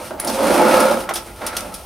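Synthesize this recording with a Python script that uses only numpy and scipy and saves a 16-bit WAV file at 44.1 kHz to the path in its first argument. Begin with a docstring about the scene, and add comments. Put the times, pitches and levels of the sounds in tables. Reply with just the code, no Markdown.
"""A hand-pushed reel mower makes one stroke across a garden lawn, a few metres away.
First the handle knocks and the ratchet pawls click as the wheels take up. The reel gathers speed:
stick-slip friction of its blades on the fixed knife rattles the ringing iron frame, the reel holds
a hollow note, and grass stalks snap. Then the reel slows and the mower is pulled back, more quietly,
with further knocks and clicks. Throughout, there is a short diffuse echo and a low outdoor rumble."""
import sys
import numpy as np
from scipy import signal
from scipy.fft import rfft, irfft
from scipy.io import wavfile
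from scipy.ndimage import uniform_filter1d

SR = 44100
rng = np.random.default_rng(int(sys.argv[2]) if len(sys.argv) > 2 else 0)


def output_pcm(signal):
    """Save a mono or channel-first signal as 16-bit PCM at the path in sys.argv[1].

    Samples are clipped to [-1, 1] before scaling.
    """
    pcm = np.clip(np.atleast_2d(signal).T, -1, 1) * 32767
    wavfile.write(sys.argv[1], SR, np.round(pcm).astype(np.int16))


N = 81585

# Speed of the reel. Each row: time in seconds, blade passes per second.
REEL_SPEED = [(0, 8.6), (.25, 17), (.48, 27.4), (.62, 27.5), (.73, 35.6), (.9, 34.6), (1.1, 28), (1.4, 18),
              (1.85, 13.4)]
# Effort of the push and the pull back.
# Each row: time in seconds, then relative levels in dB of frame rattle, blade scrape and grass.
EFFORT = [(0, -31, -42.5, -39), (.085, -39, -35.5, -39.5), (.14, -27.5, -74, -53), (.2, -37, -31, -60),
          (.275, -19.5, -34.5, -36), (.345, -25.5, -38, -29.5), (.45, -14.5, -24.5, -25.5),
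          (.55, -14.5, -22, -24.5), (.63, -13.5, -22.5, -33.5), (.69, -14, -20.5, -28),
          (.77, -13, -20.5, -26.5), (.92, -17.5, -28.5, -31.5), (1, -25.5, -36, -32), (1.08, -35, -40, -51),
          (1.17, -32.5, -34.5, -46.5), (1.25, -45.5, -49, -44.5), (1.285, -38, -37.5, -44),
          (1.35, -51, -48, -45), (1.44, -27.5, -30.5, -43), (1.53, -33, -30.5, -44),
          (1.59, -31.5, -34.5, -36.5), (1.67, -31, -41, -42.5), (1.76, -42, -43, -42.5),
          (1.85, -44, -51, -46)]
# Envelopes of two resonances. Each row: time in seconds, relative level in dB.
REEL_NOTE_SWELL = [(.18, -58), (.32, -34), (.4, -18), (.55, -23), (.68, -24), (.77, -21), (.88, -20.5),
                   (1, -28), (1.06, -39), (1.16, -46), (1.22, -70)]
BLADE_RING_SWELL = [(.68, -6), (.75, 3.5), (.88, 2), (1.2, -5)]  # greatest at top speed
# Pawl impacts, plus the sharp treble tick that opens the handle knock at 1.09 s. 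Each row: start in seconds,
# crack level in dB, ring level in dB, decay in seconds.
PAWL_CLICKS = [(0.1979, -27, -16, 0.0038), (0.246, -28.5, -22, 0.0037), (0.2708, -26, -26.5, 0.016),
               (0.297, -26.5, -31, 0.0066), (0.802, -21.5, -20.5, 0.0084), (1.091, -26.5, -57, 0.0083),
               (1.1363, -28.5, -24.5, 0.018), (1.1552, -21, -38, 0.019), (1.464, -21, -25, 0.011),
               (1.566, -17.5, -26, 0.0086), (1.605, -28.5, -31.5, 0.0043), (1.739, -31.5, -29, 0.016)]
# A pawl skidding over a tooth. Each row: start in seconds, level in dB, decay in seconds.
PAWL_SKIDS = [(0.275, -25.5, .018)]
# Knocks of handle and frame. Each row: start in seconds, chatter level in dB, ring level in dB,
# decay in seconds, frequency struck hardest in Hz.
HANDLE_KNOCKS = [(.108, -26.5, -23, 0.012, 620), (0.596, -24.5, -8.5, 0.02, 855),
                 (1.09, -23, -19.5, 0.016, 1130), (1.109, -16, -19, 0.0067, 775),
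                 (1.16, -32.5, -30.5, 0.032, 1090), (1.417, -24.5, -26, 0.012, 775)]
# Normal modes. Each row: frequency in Hz, relative level in dB, time to fall 60 dB in seconds.
FRAME_MODES = [(190.7, 2.5, 0.21), (229, -0.5, 0.23), (276.4, -7, 0.73), (347.2, -3, 0.47), (508, -3, 0.17),
               (589.5, -3, 0.11), (806.3, 4, 0.1), (861, 0.5, 0.21), (880, -4, 0.4)]
BLADE_MODES = [(1300, 0, .16), (1342, 2, .16), (1405, 1.5, .16), (1636, -7, .1), (2207, -14, .06)]  # blades and knife
PAWL_MODES = [(9300, 1, 0.011), (9850, 3.5, 0.018), (10600, 1.5, 0.012)]
TOOTH_MODES = [(4520, -1, .012), (5480, 0, .007)]
HANDLE_MODES = [(345.6, 2, .8), (634, 1.5, 0.14), (775, 2.5, 0.06), (855, -1, 0.28), (1077, -11, 0.061),
                (1387, -2, 0.16)]
# Spectra of the noises. Each row: frequency in Hz, relative spectral density in dB.
RATTLE_SPECTRUM = [(100, -34.5), (155, -18.5), (185, 2.5), (360, 0.5), (440, -5), (560, 1.5), (740, 1.5),
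                   (850, -7), (1100, -11.5), (1600, -14), (3000, -46)]
SCRAPE_SPECTRUM = [(400, -61), (900, -10.5), (1350, -1.5), (1700, -5.5), (2100, -4.5), (2800, -15.5),
                   (5000, -18), (12000, -47)]
GRASS_SPECTRUM = [(800, -28.5), (2500, 4), (3700, 0), (5800, 0.5), (7300, -7), (9000, 4), (10800, 1),
                  (12200, -7.5), (13600, -1), (16000, -26)]
CRACK_SPECTRUM = [(100, -58), (350, -17), (1300, -5), (2200, -9.5), (3300, 0), (4000, -3), (5600, 2),
                  (7500, -8.5), (8800, -1.5), (11400, -5.5), (12500, -5.5), (16000, -16.5)]
AIR_SPECTRUM = [(20, -24), (50, -0.5), (85, -4), (125, -9), (300, -12.5), (800, -11.5), (2000, -38),
                (7000, -37.5), (10000, -31), (16000, -34)]
# Stereo balance. Each row: frequency in Hz, left level minus right level in dB.
BALANCE = [(60, -22), (200, -0.5), (380, -4), (700, -2), (1300, -1), (3000, -.5), (15000, 0)]
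# Stereo width by frequency; the highest treble narrows almost to mono.
# Each row: frequency in Hz, side level relative to the direct sound in dB.
STEREO_WIDTH = [(60, 11), (300, -15.5), (1000, -10.5), (4500, -9.5), (10000, -12), (14000, -30)]

RATTLE_DB, FRAME_RING_DB, SCRAPE_DB, GRASS_DB = -3, -4, -6, -2
PASS_DECAY, CONTACT_FLOOR = 0.23, 1.63  # share of a pass; steady pressure beneath the pulses
BLADE_SCATTER_DB = -1.5
SLIPS_PER_S, SLIP_SCATTER_DB, FRICTION_LOW_HZ = 5000, 1.5, 178
SNIPS_PER_S, SNIP_SCATTER_DB = 16000, 1
CLUMPS_PER_S, CLUMP_DB = 21.4, 2.1  # uneven thickness of the grass
NOTE_HZ, NOTE_WANDER_HZ, NOTE_FLUTTER_DB, NOTE_PULSE_DEPTH = 533, 20, 3, 0.6
CLICK_ATTACK_S, CLICK_TAIL_DB, CLICK_TAIL_S = 0.002, -11, 0.017
KNOCK_ATTACK_S, BLOW_WIDTH_S, STRUCK_MODE_DB = 0.001, 0.0001, 14.5
ECHO_DELAY_S, ECHO_T60_S, ECHO_CENTRE_DB, CENTRE_HIGHPASS_HZ = 0.0087, 0.11, -10.5, 2250
AIR_DB, AIR_SIDE_DB = -40, -25
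TOP_HZ = 15750


def mower():
    """Forced vibration: friction drives frame, blades and reel, while the grass is cut."""
    contact = blade_contact()
    shake = stick_slip(undb(curve(EFFORT, column=1)) * contact)
    scrape = stick_slip(undb(curve(EFFORT, column=2)) * contact)
    grass = grass_snips(contact)
    rattle = undb(RATTLE_DB) * through(shake, response(RATTLE_SPECTRUM))
    frame_ring = undb(FRAME_RING_DB) * through(shake, ringing(FRAME_MODES))
    rasp = undb(SCRAPE_DB) * through(scrape, response(SCRAPE_SPECTRUM))
    blade_ring = through(undb(curve(BLADE_RING_SWELL)) * scrape, ringing(BLADE_MODES))
    return rattle + frame_ring + rasp + blade_ring + reel_note(contact) + grass


def blade_contact():
    """Periodic loading: pressure on the knife jumps as each blade arrives and eases as it slides."""
    passes = np.cumsum(curve(REEL_SPEED)) / SR
    strength = undb(BLADE_SCATTER_DB * rng.standard_normal(size=256))[passes.astype(int)]
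    return unit(CONTACT_FLOOR + strength * np.exp(-(passes % 1) / PASS_DECAY))


def stick_slip(load):
    """Stick-slip friction: blades and gears catch and release in impulses that scale with the load."""
    return highpass(load * grains(SLIPS_PER_S, SLIP_SCATTER_DB), FRICTION_LOW_HZ, order=6)


def grass_snips(contact):
    """Fracture noise: snapping stalks merge into a hiss that swells with each pass and each clump."""
    clumps = undb(CLUMP_DB * wander(CLUMPS_PER_S))
    snaps = undb(curve(EFFORT, column=3)) * contact * clumps * grains(SNIPS_PER_S, SNIP_SCATTER_DB)
    return undb(GRASS_DB) * through(snaps, response(GRASS_SPECTRUM))


def reel_note(contact):
    """Friction-driven resonance: the rubbed reel holds one note, rough under load, clearer coasting."""
    load = undb(curve(EFFORT, column=1))
    hz = NOTE_HZ + NOTE_WANDER_HZ * np.sqrt(load / load.max()) * wander(per_s=67.7)
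    phase = 2 * np.pi * np.cumsum(hz) / SR
    swell = undb(curve(REEL_NOTE_SWELL) + NOTE_FLUTTER_DB * wander(per_s=107))
    pulse = 1 + NOTE_PULSE_DEPTH * (contact - 1)
    return np.sqrt(2) * swell * pulse * np.sin(phase)


def ratchet():
    """Impact excitation: each pawl drops with a crack, a high ring and a faint rattle; one skids."""
    crack, ring = 0, 0
    for start, crack_db, ring_db, decay in PAWL_CLICKS:
        tail = undb(CLICK_TAIL_DB) * burst(start, CLICK_ATTACK_S, CLICK_TAIL_S)
        crack += undb(crack_db) * (burst(start, CLICK_ATTACK_S, decay) + tail)
        ring += undb(ring_db) * (burst(start, CLICK_ATTACK_S, decay) + tail)
    clicks = through(crack, response(CRACK_SPECTRUM)) + through(ring, ringing(PAWL_MODES))
    skid = sum(undb(db) * burst(start, CLICK_ATTACK_S, decay) for start, db, decay in PAWL_SKIDS)
    return clicks + through(skid, ringing(TOOTH_MODES))


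def handle_knocks():
    """Backlash: the loose joint chatters as the load changes; each blow favours one mode of the tubes."""
    knocks = 0
    for start, chatter_db, ring_db, decay, struck_hz in HANDLE_KNOCKS:
        band = signal.butter(2, [struck_hz / 2, struck_hz * 2], "bandpass", fs=SR, output="sos")
        band_gain = np.sqrt(SR / (4 * struck_hz))  # offsets the power lost outside the band
        chatter = band_gain * signal.sosfilt(band, burst(start, KNOCK_ATTACK_S, decay))
        nearest_hz = min(HANDLE_MODES, key=lambda mode: abs(mode[0] - struck_hz))[0]
        modes = [(hz, db + STRUCK_MODE_DB * (hz == nearest_hz), t60) for hz, db, t60 in HANDLE_MODES]
        ring = through(blow(start, decay), ringing(modes))
        knocks += undb(chatter_db) * chatter + undb(ring_db) * ring
    return knocks


def blow(start, decay):
    """Impulsive force: one short push that excites the modes about as strongly as its chatter would."""
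    push = np.exp(-((np.arange(N) / SR - start) / (BLOW_WIDTH_S / 2)) ** 2)
    return push / push.sum() * np.sqrt(decay * SR / 2)


def burst(start, attack, decay):
    """Contact chatter: noise that rises linearly and decays exponentially."""
    age = np.maximum(np.arange(N) / SR - start, 0)
    rise = np.minimum(age / attack, 1)
    fall = np.exp(-np.maximum(age - attack, 0) / decay)
    return rng.standard_normal(N) * rise * fall


def yard(direct):
    """Reverberation: a short diffuse echo, treble only in the centre and broadband at the sides."""
    t = np.arange(SR // 2) / SR
    envelope = np.exp(-np.log(1000) * t / ECHO_T60_S) * (t > ECHO_DELAY_S)
    tails = rng.standard_normal((2, len(t))) * envelope
    centre, side = (through(direct, tail / np.linalg.norm(tail)) for tail in tails)
    mid = rfft(direct + undb(ECHO_CENTRE_DB) * highpass(centre, CENTRE_HIGHPASS_HZ, order=1), 2 * N)
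    side = rfft(side, 2 * N) * gains(STEREO_WIDTH, 2 * N)
    lean = np.sqrt(gains(BALANCE, 2 * N))  # places the mower a little to the right
    return irfft(np.array([(mid + side) * lean, (mid - side) / lean]))[:, :N]


def air():
    """Ambient noise: low outdoor rumble and faint hiss, nearly alike in both channels."""
    mid, side = (through(rng.standard_normal(N), response(AIR_SPECTRUM, size=8192)) for _ in range(2))
    return undb(AIR_DB) * (mid + undb(AIR_SIDE_DB) * side * np.array([[1], [-1]]))


def grains(per_s, scatter_db):
    """Shot noise: dense random impulses of uneven size, rms 1."""
    hits = rng.random(N) < per_s / SR
    signs = rng.choice([-1, 1], N)
    sizes = undb(scatter_db * np.minimum(rng.exponential(size=N), 2 * np.e))
    return unit(hits * signs * sizes)


def wander(per_s):
    """Low-pass noise: two moving averages leave a smooth drift, rms 1."""
    size = int(SR / per_s)
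    noise = rng.standard_normal(N + 4 * size)
    drift = uniform_filter1d(uniform_filter1d(noise, size), size)
    return unit(drift[2 * size:2 * size + N])


def ringing(modes):
    """Modal superposition: damped cosines sum to an impulse response of unit energy."""
    t = np.arange(SR // 2) / SR
    impulse = 0
    for hz, db, t60 in modes:
        envelope = undb(db) / np.sqrt(t60) * np.exp(-np.log(1000) * t / t60)
        impulse += envelope * np.cos(2 * np.pi * hz * t)
    return impulse / np.linalg.norm(impulse)


def response(spectrum, size=2048):
    """Minimum phase: folding the cepstrum gives a causal impulse response, scaled to unit energy."""
    cepstrum = irfft(np.log(gains(spectrum, size)))
    cepstrum[1:size // 2] *= 2
    cepstrum[size // 2 + 1:] = 0
    impulse = irfft(np.exp(rfft(cepstrum)))
    return impulse / np.linalg.norm(impulse)


def gains(spectrum, size):
    """Gain at each frequency bin, interpolated in dB over log frequency."""
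    hz, db = np.array(spectrum).T
    return undb(np.interp(np.log(np.fft.rfftfreq(size, 1 / SR) + 1), np.log(hz), db))


def curve(rows, column=1):
    """Linear interpolation of one table column in time."""
    rows = np.array(rows)
    return np.interp(np.arange(N) / SR, rows[:, 0], rows[:, column])


def through(x, impulse):
    """Convolution with an impulse response."""
    return signal.fftconvolve(x, impulse)[:N]


def highpass(x, hz, order):
    """Attenuation below a cutoff frequency."""
    return signal.sosfilt(signal.butter(order, hz, "high", fs=SR, output="sos"), x)


def undb(db):
    """Decibels to amplitude ratio."""
    return 10 ** (np.asarray(db) / 20)


def unit(x):
    """Normalisation to rms 1."""
    return x / np.sqrt(np.mean(x ** 2) + 1e-18)


def scene():
    """Superposition: the mower's sounds and their echo add to the still garden air."""
    return yard(mower() + ratchet() + handle_knocks()) + air()


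def record(dry):
    """Clipping and band limiting: peaks stop at full scale, then the highest treble is cut."""
    lowpass = signal.ellip(10, 0.2, 80, TOP_HZ, fs=SR, output="sos")
    return signal.sosfilt(lowpass, np.clip(dry, -1, 1))


dry = scene()
out = record(dry)
output_pcm(out)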